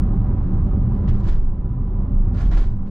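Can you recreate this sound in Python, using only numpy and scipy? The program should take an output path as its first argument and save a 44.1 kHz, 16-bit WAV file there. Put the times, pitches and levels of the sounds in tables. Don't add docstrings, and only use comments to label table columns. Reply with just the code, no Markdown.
import sys
import numpy as np
from scipy import signal
from scipy.fft import rfft, irfft
from scipy.io import wavfile
from scipy.ndimage import uniform_filter1d, minimum_filter1d

SR = 44100
rng = np.random.default_rng(int(sys.argv[2]) if len(sys.argv) > 2 else 0)


def master(y):
    cut = np.clip(np.atleast_2d(y).T, -1, 1)
    pcm = np.round(cut * 32767)
    wavfile.write(sys.argv[1], SR, pcm.astype(np.int16))


def invert_db(x):
    u = np.asarray(x, float) / 20
    return 10 ** u


N = 127890

# time in seconds, gain in dB.
ROAD_GAIN = [(0, 1.5), (.9, 1), (1.15, 1.5), (1.3, -2), (1.5, -5.5), (1.85, -4), (2.249, -1.5), (2.45, -1),
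             (2.62, -7), (2.75, -7), (2.9, -6.5)]
# time in seconds, rumble lift in dB.
RUMBLE_LIFT = [(0, 1), (.15, -1.5), (.4, -2), (.55, 0.5), (.75, -0.5), (.9, 0), (1.05, -1.5), (1.2, -0.5),
               (1.35, -3.5), (1.65, 1), (1.9, -0.5), (2.15, 0), (2.351, -1), (2.72, 2), (2.9, -3)]
# frequency in Hz, density in dB per Hz.
RUMBLE = [(7.1, -28.5), (12, -4.5), (32, 5), (118, -3.5), (151, -10.5), (184, -9.5), (231, -15), (375, -24),
          (450, -28), (580, -66.5), (990, -120)]
# frequency in Hz, density in dB per Hz.
ROAR = [(400, 2), (620, -13), (1100, -12), (1970, -30.5), (3500, -40.5), (7400, -55.5), (8300, -74),
        (15000, -85.5)]
RUMBLE_DB, ROAR_DB = -18.5, -43.5
# centre in Hz, width in Hz, lift in dB.
CABIN_MODES = [(52, 3.9, 0), (74, 10, 1.5), (109.7, 10, -0.5), (119.7, 16, 3.5), (183.4, 11, 5),
               (202.8, 18, 5.5), (256, 24, 3.5), (299, 14, 3), (382, 24, 8), (579.8, 26, 9), (764, 44, 9),
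               (992, 8.8, 10.5), (1070, 30, 0.5), (1250, 29, 3)]
# centre in seconds, length in seconds, pitch in Hz, level in dB.
SHAKES = [(0.1447, 0.68, 33, -21), (0.55, .4, 27.4, -20), (0.99, 0.45, 33.3, -21), (1.04, 0.21, 38, -19),
          (1.15, .2, 22.8, -15), (1.38, 0.46, 19.84, -14), (1.36, 0.34, 41, -22), (1.9, .4, 34, -19.5),
          (1.6, .3, 24, -27.5), (2.2, 0.28, 29, -17.5), (2.06, .2, 37.8, -22), (2.32, .14, 42, -21),
          (1.6, .25, 40, -25), (2.2, 0.15, 27.9, -14), (2.48, .16, 40, -12), (2.52, .1, 24.8, -20),
          (2.59, 0.23, 34, -12), (2.67, .12, 40, -19), (2.56, .3, 16, -19.5), (2.56, 0.15, 318, -37),
          (1.26, 0.16, 330, -39), (.58, .2, 100, -25.5), (.56, .2, 330, -39), (2.15, 0.17, 195, -29),
          (1.17, 0.14, 200, -30.5), (2.72, .12, 115, -31), (1.24, .1, 95, -24), (.93, 0.23, 215, -30),
          (2.75, 0.39, 18, -21), (.62, .4, 183, -28.5), (.87, 0.22, 120, -26.5), (1.77, .3, 127, -29),
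          (2.06, 0.17, 120, -28.5), (2.84, 0.23, 196, -32.5), (.9, .2, 70, -26), (2.3, 0.24, 75, -29)]
# peak in seconds, level in dB, rise in seconds, fall in dB per second.
SHOWERS = [(0.021, -64, 0.006, 499), (.52, -71.5, 0.0072, 404.5), (.95, -68.5, 0.016, 314.5),
           (1.079, -54, 0.003, 883), (1.091, -50, 0.006, 650), (1.151, -62, 0.045, 197.5),
           (1.206, -61.5, .01, 506.5), (1.234, -60.5, 0.0023, 147.5), (1.289, -50.5, 0.055, 309),
           (1.321, -56.5, .02, 137), (1.457, -68.5, 0.0057, 591), (2.211, -71.5, 0.009, 291.5),
           (2.345, -57.5, 0.0043, 214), (2.38, -54.5, 0.031, 103), (2.418, -52, 0.04, 219),
           (2.457, -56.5, 0.009, 243), (2.517, -50.5, 0.012, 150), (2.536, -50.5, 0.009, 157.5),
           (2.571, -46, 0.0062, 207), (2.6, -58.5, 0.024, 126), (2.627, -56.5, 0.0051, 295),
           (2.643, -64, .006, 500), (2.667, -66.5, .002, 901), (2.7, -75, 0.0097, 256),
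           (2.869, -66, 0.019, 292)]
# frequency in Hz, density in dB per Hz.
SPRAY_COLOUR = [(300, -11.5), (750, -7), (1400, -11.5), (2600, -21), (4300, -24), (7200, -32.5),
                (9500, -47.5), (15000, -71.5)]
GRAINS_PER_S, GRAIN_SPREAD_DB, GRAIN_CYCLES = 9000, 2.5, 3.5
SPRAY_DB, WASH_SHARE, ECHO_DB, CABIN_T60_S = 8, .45, -15, .09
# peak in seconds, level in dB, rise in seconds,
# fall in dB per second, centre in Hz.
CLUMPS = [(1.092, -50, 0.022, 554.5, 2900), (1.289, -48.5, .008, 700, 3010),
          (1.288, -57.5, .007, 700, 6000), (1.29, -44.5, .01, 600, 1500), (2.516, -47.5, .007, 400, 1700),
          (2.42, -62, 0.022, 401, 6500), (2.53, -44.5, 0.014, 300, 1650), (2.562, -35, .02, 354, 333),
          (2.57, -35.5, 0.0036, 800, 845), (1.1, -47.5, .003, 902, 1550), (1.11, -50.5, .008, 799, 2000),
          (1.2, -64, 0.0063, 603, 5800), (2.46, -54, .008, 600, 2600), (2.53, -51.5, 0.016, 398, 3300),
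          (2.552, -49, .01, 500, 1600), (2.575, -52.5, 0.0055, 400.5, 4300), (2.412, -49.5, .01, 499, 1700),
          (2.6, -52, .012, 299, 2100), (2.605, -38, 0.011, 300, 352)]
# start in seconds, pitch in Hz, level in dB, T60 in seconds.
KNOCKS = [
    (1.077, 1900, -41, .03),
    (1.289, 1500, -42, .03),
    (2.409, 1150, -38, .04),
    (2.567, 760, -29, .04),
    (2.568, 1050, -33, .03),
]
WHINE_HZ, WHINE_DB = 2112, -79
# centre in seconds, length in seconds, level in dB, top in Hz.
HISS_SWELLS = [
    (0.147, 0.33, -86.5, 10000),
    (.72, .4, -87.5, 11500),
    (2.2, .4, -94.5, 8530),
]
# frequency in Hz, correlation from 0 to 1.
LIKENESS = [(60, 0.96), (150, 1), (380, 0.93), (950, 0.79), (2380, 0.57), (5980, 0.2), (15000, 1)]
# frequency in Hz, left minus right in dB.
LEAN = [(60, -1), (150, -0.5), (380, -2), (950, -4.5), (2380, -4.5), (5980, -3), (15000, -1)]
# frequency in Hz, lead of the left in radians.
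LEAD = [(100, 0), (500, .15), (1200, .5), (2100, 0.8), (5000, 0.46), (9000, 0.065)]
# start in seconds, length in seconds, direction as +1 or -1.
STEP_RUNS = [(.19, .018, 1), (.215, .012, -1), (.272, .012, 1), (.375, .02, -1), (1.122, .04, -1),
             (1.254, .03, -1), (1.31, .05, -1), (1.372, .04, 1), (1.546, .016, 1), (1.685, .024, 1),
             (1.731, .008, -1), (1.832, .014, 1), (1.898, .014, -1), (2.13, .014, 1), (2.314, .022, -1),
             (2.61, .085, -1), (2.71, .03, 1), (2.79, .012, -1)]
STEP_S, STEP_DB = 1 / 375, .07
CEILING_DB, SQUEEZE = -10, .39
FADE_S = .004


def read(points, hz):
    f, value = np.transpose(points)
    return np.interp(np.log(hz + 1), np.log(f + 1), value)


def evened(x):
    return x / np.sqrt(np.mean(x ** 2) + 1e-20)


def colour(x, gain):
    return irfft(rfft(x) * gain(np.fft.rfftfreq(N, 1 / SR)), N)


def high_pass(hz, corner, order):
    return 1 / (1 + (corner / (hz + 1)) ** order)


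def swell(t, centre, length):
    return np.cos(np.pi * np.clip((t - centre) / length, -.5, .5))


def cabin_db(hz):
    return sum(db / (1 + (2 * (hz - f) / width) ** 2) for f, width, db in CABIN_MODES)


def patchy(x, patch_db, flicker_db):
    z = signal.stft(x, nperseg=512)[2]
    field = rng.standard_normal(z.shape[1:])
    field = uniform_filter1d(field, size=6, axis=0)
    patches = evened(uniform_filter1d(field, size=10, axis=1))
    flicker = evened(uniform_filter1d(rng.standard_normal(z.shape[2]), size=3))
    z = z * invert_db(patch_db * patches + flicker_db * flicker)
    return signal.istft(z, nperseg=512)[1][:, :N]


def road():
    def rumble_gain(hz):
        low_pass = 1 / (1 + (hz / 430) ** 12)
        return invert_db(read(RUMBLE, hz) + cabin_db(hz)) * low_pass * high_pass(hz, 22, 4)

    def roar_gain(hz):
        return invert_db(read(ROAR, hz) + cabin_db(hz)) * high_pass(hz, 430, 12)

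    t = np.arange(N) / SR
    rumble = colour(rng.standard_normal((2, N)), rumble_gain)
    roar = colour(rng.standard_normal((2, N)), roar_gain)
    rumble = evened(patchy(rumble, patch_db=0.88, flicker_db=-1.0))
    roar = evened(patchy(roar, patch_db=1.0, flicker_db=0.3))
    gain = invert_db(np.interp(t, *np.transpose(ROAD_GAIN)))
    lift_db = np.interp(t, *np.transpose(RUMBLE_LIFT))
    return gain * (invert_db(RUMBLE_DB + lift_db) * rumble + invert_db(ROAR_DB) * roar)


def shakes():
    t, out = np.arange(N) / SR, np.zeros(N)
    for centre, length, hz, db in SHAKES:
        phase = rng.random()
        wander = .03 * min(hz, 60) / 3 * np.sin(2 * np.pi * (6 * t + 7 * phase))
        tone = np.sin(2 * np.pi * (hz * (t - centre) + phase) + wander)
        out += invert_db(db) * np.sqrt(2) * swell(t, centre, length) * tone
    return out * invert_db(np.array([[-.3], [.3]]))


def shower(peak, db, rise, fall):
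    t = np.arange(N) / SR
    return invert_db(db - np.where(t < peak, 20 * ((peak - t) / rise) ** 2, fall * (t - peak)))


def grit():
    size = invert_db(GRAIN_SPREAD_DB * np.minimum(rng.exponential(1, N), 5))
    size = size * (rng.random(N) < GRAINS_PER_S / SR)
    size = size * rng.choice([-1., 1.], (2, N))
    kind = rng.integers(0, 24, size=N)
    t, grains = np.arange(1024) / SR, np.zeros((2, N))
    for k, hz in enumerate(np.geomspace(400, 13000, num=24)):
        u = hz * t / GRAIN_CYCLES
        grain = hz * u * np.exp(-4 * u) * np.sin(2 * np.pi * hz * t)
        grains += signal.oaconvolve(size * (kind == k), grain[None], axes=1)[:, :N]
    return grains


def spray():
    power = sum(shower(*row) ** 2 for row in SHOWERS)
    drive = (1 - WASH_SHARE) * evened(grit()) + WASH_SHARE * rng.standard_normal((2, N))
    drive = colour(drive, lambda hz: invert_db(read(SPRAY_COLOUR, hz)) * high_pass(hz, 300, 4))
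    wet = evened(drive) * np.sqrt(power)
    echo = np.zeros((2, N))
    delays = np.geomspace(.002, CABIN_T60_S, num=40)
    for delay, sign in zip(delays, rng.choice([-1., 1.], (40, 2, 1))):
        n = round(delay * SR)
        echo[:, n:] += sign * invert_db(-40 * delay / CABIN_T60_S) * wet[:, :-n]
    return invert_db(SPRAY_DB) * (wet + invert_db(ECHO_DB) * echo)


def clumps():
    out = np.zeros((2, N))
    for *envelope, centre_hz in CLUMPS:
        puff = colour(rng.standard_normal((2, N)),
                      lambda hz: np.exp(-(np.log((hz + 1) / centre_hz) / .4) ** 2))
        out += shower(*envelope) * evened(puff)
    return out


def knock():
    out = np.zeros(N)
    for start, hz, db, t60 in KNOCKS:
        t = np.maximum(np.arange(N) / SR - start, 0)
        onset = np.minimum(t * hz / 2, 1)
        out += invert_db(db - 60 * t / t60) * onset * np.sin(2 * np.pi * hz * t)
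    return out * invert_db(np.array([[-3], [2]]))


def whine():
    strength, pitch = evened(uniform_filter1d(rng.standard_normal((2, N)), size=3000))
    phase = 2 * np.pi * np.cumsum(WHINE_HZ + 4.9 * pitch) / SR
    return invert_db(WHINE_DB + 2.6 * strength) * np.sin(phase)


def top_hiss():
    t, noise = np.arange(N) / SR, rng.standard_normal((2, N))
    out = np.zeros((2, N))
    for centre, length, db, top_hz in HISS_SWELLS:
        hiss = colour(noise, lambda hz: high_pass(hz, 7000, 16) / (1 + (hz / top_hz) ** 16))
        out += invert_db(db) * swell(t, centre, length) * evened(hiss)
    return out


def ports(pair):
    padded = np.pad(pair, ((0, 0), (4096, 4096)), "reflect")
    a, b = rfft(padded * signal.windows.tukey(N + 8192, 4096 / N))
    hz = np.fft.rfftfreq(N + 8192, 1 / SR)
    same = np.clip(read(LIKENESS, hz) + (hz < 90), 0, .997)
    lean = invert_db(read(LEAN, hz) / 2)
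    left = a * lean * np.exp(1j * read(LEAD, hz))
    right = (same * a + np.sqrt(1 - same ** 2) * b) / lean
    return irfft(np.array([left, right]))[:, 4096:N + 4096]


def scene():
    return ports(road() + spray() + clumps() + top_hiss()) + shakes() + knock() + whine()


def top_cut(x):
    return signal.sosfilt(signal.butter(12, 15710, fs=SR, output="sos"), x)


def record(dry):
    peak = -minimum_filter1d(-abs(dry).max(0), size=1200)
    level_db = 20 * np.log10(peak + 1e-6)
    cut_db = uniform_filter1d(np.maximum(level_db - CEILING_DB, 0), size=1200)
    t = np.arange(N) / SR
    block = (t / STEP_S).astype(int)
    at = np.arange(block[-1] + 1) * STEP_S
    steps = sum(way * (at >= start) * (at < start + length) for start, length, way in STEP_RUNS)
    steps = steps * (rng.random(len(at)) < .9)
    stairs_db = STEP_DB * np.cumsum(steps)[block]
    stairs_db = stairs_db - uniform_filter1d(stairs_db, size=4000)
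    fade = np.sin(np.pi / 2 * np.minimum(t[::-1] / FADE_S, 1)) ** 2
    return top_cut(fade * dry / invert_db(SQUEEZE * cut_db + stairs_db))


dry = scene()
out = record(dry)
master(out)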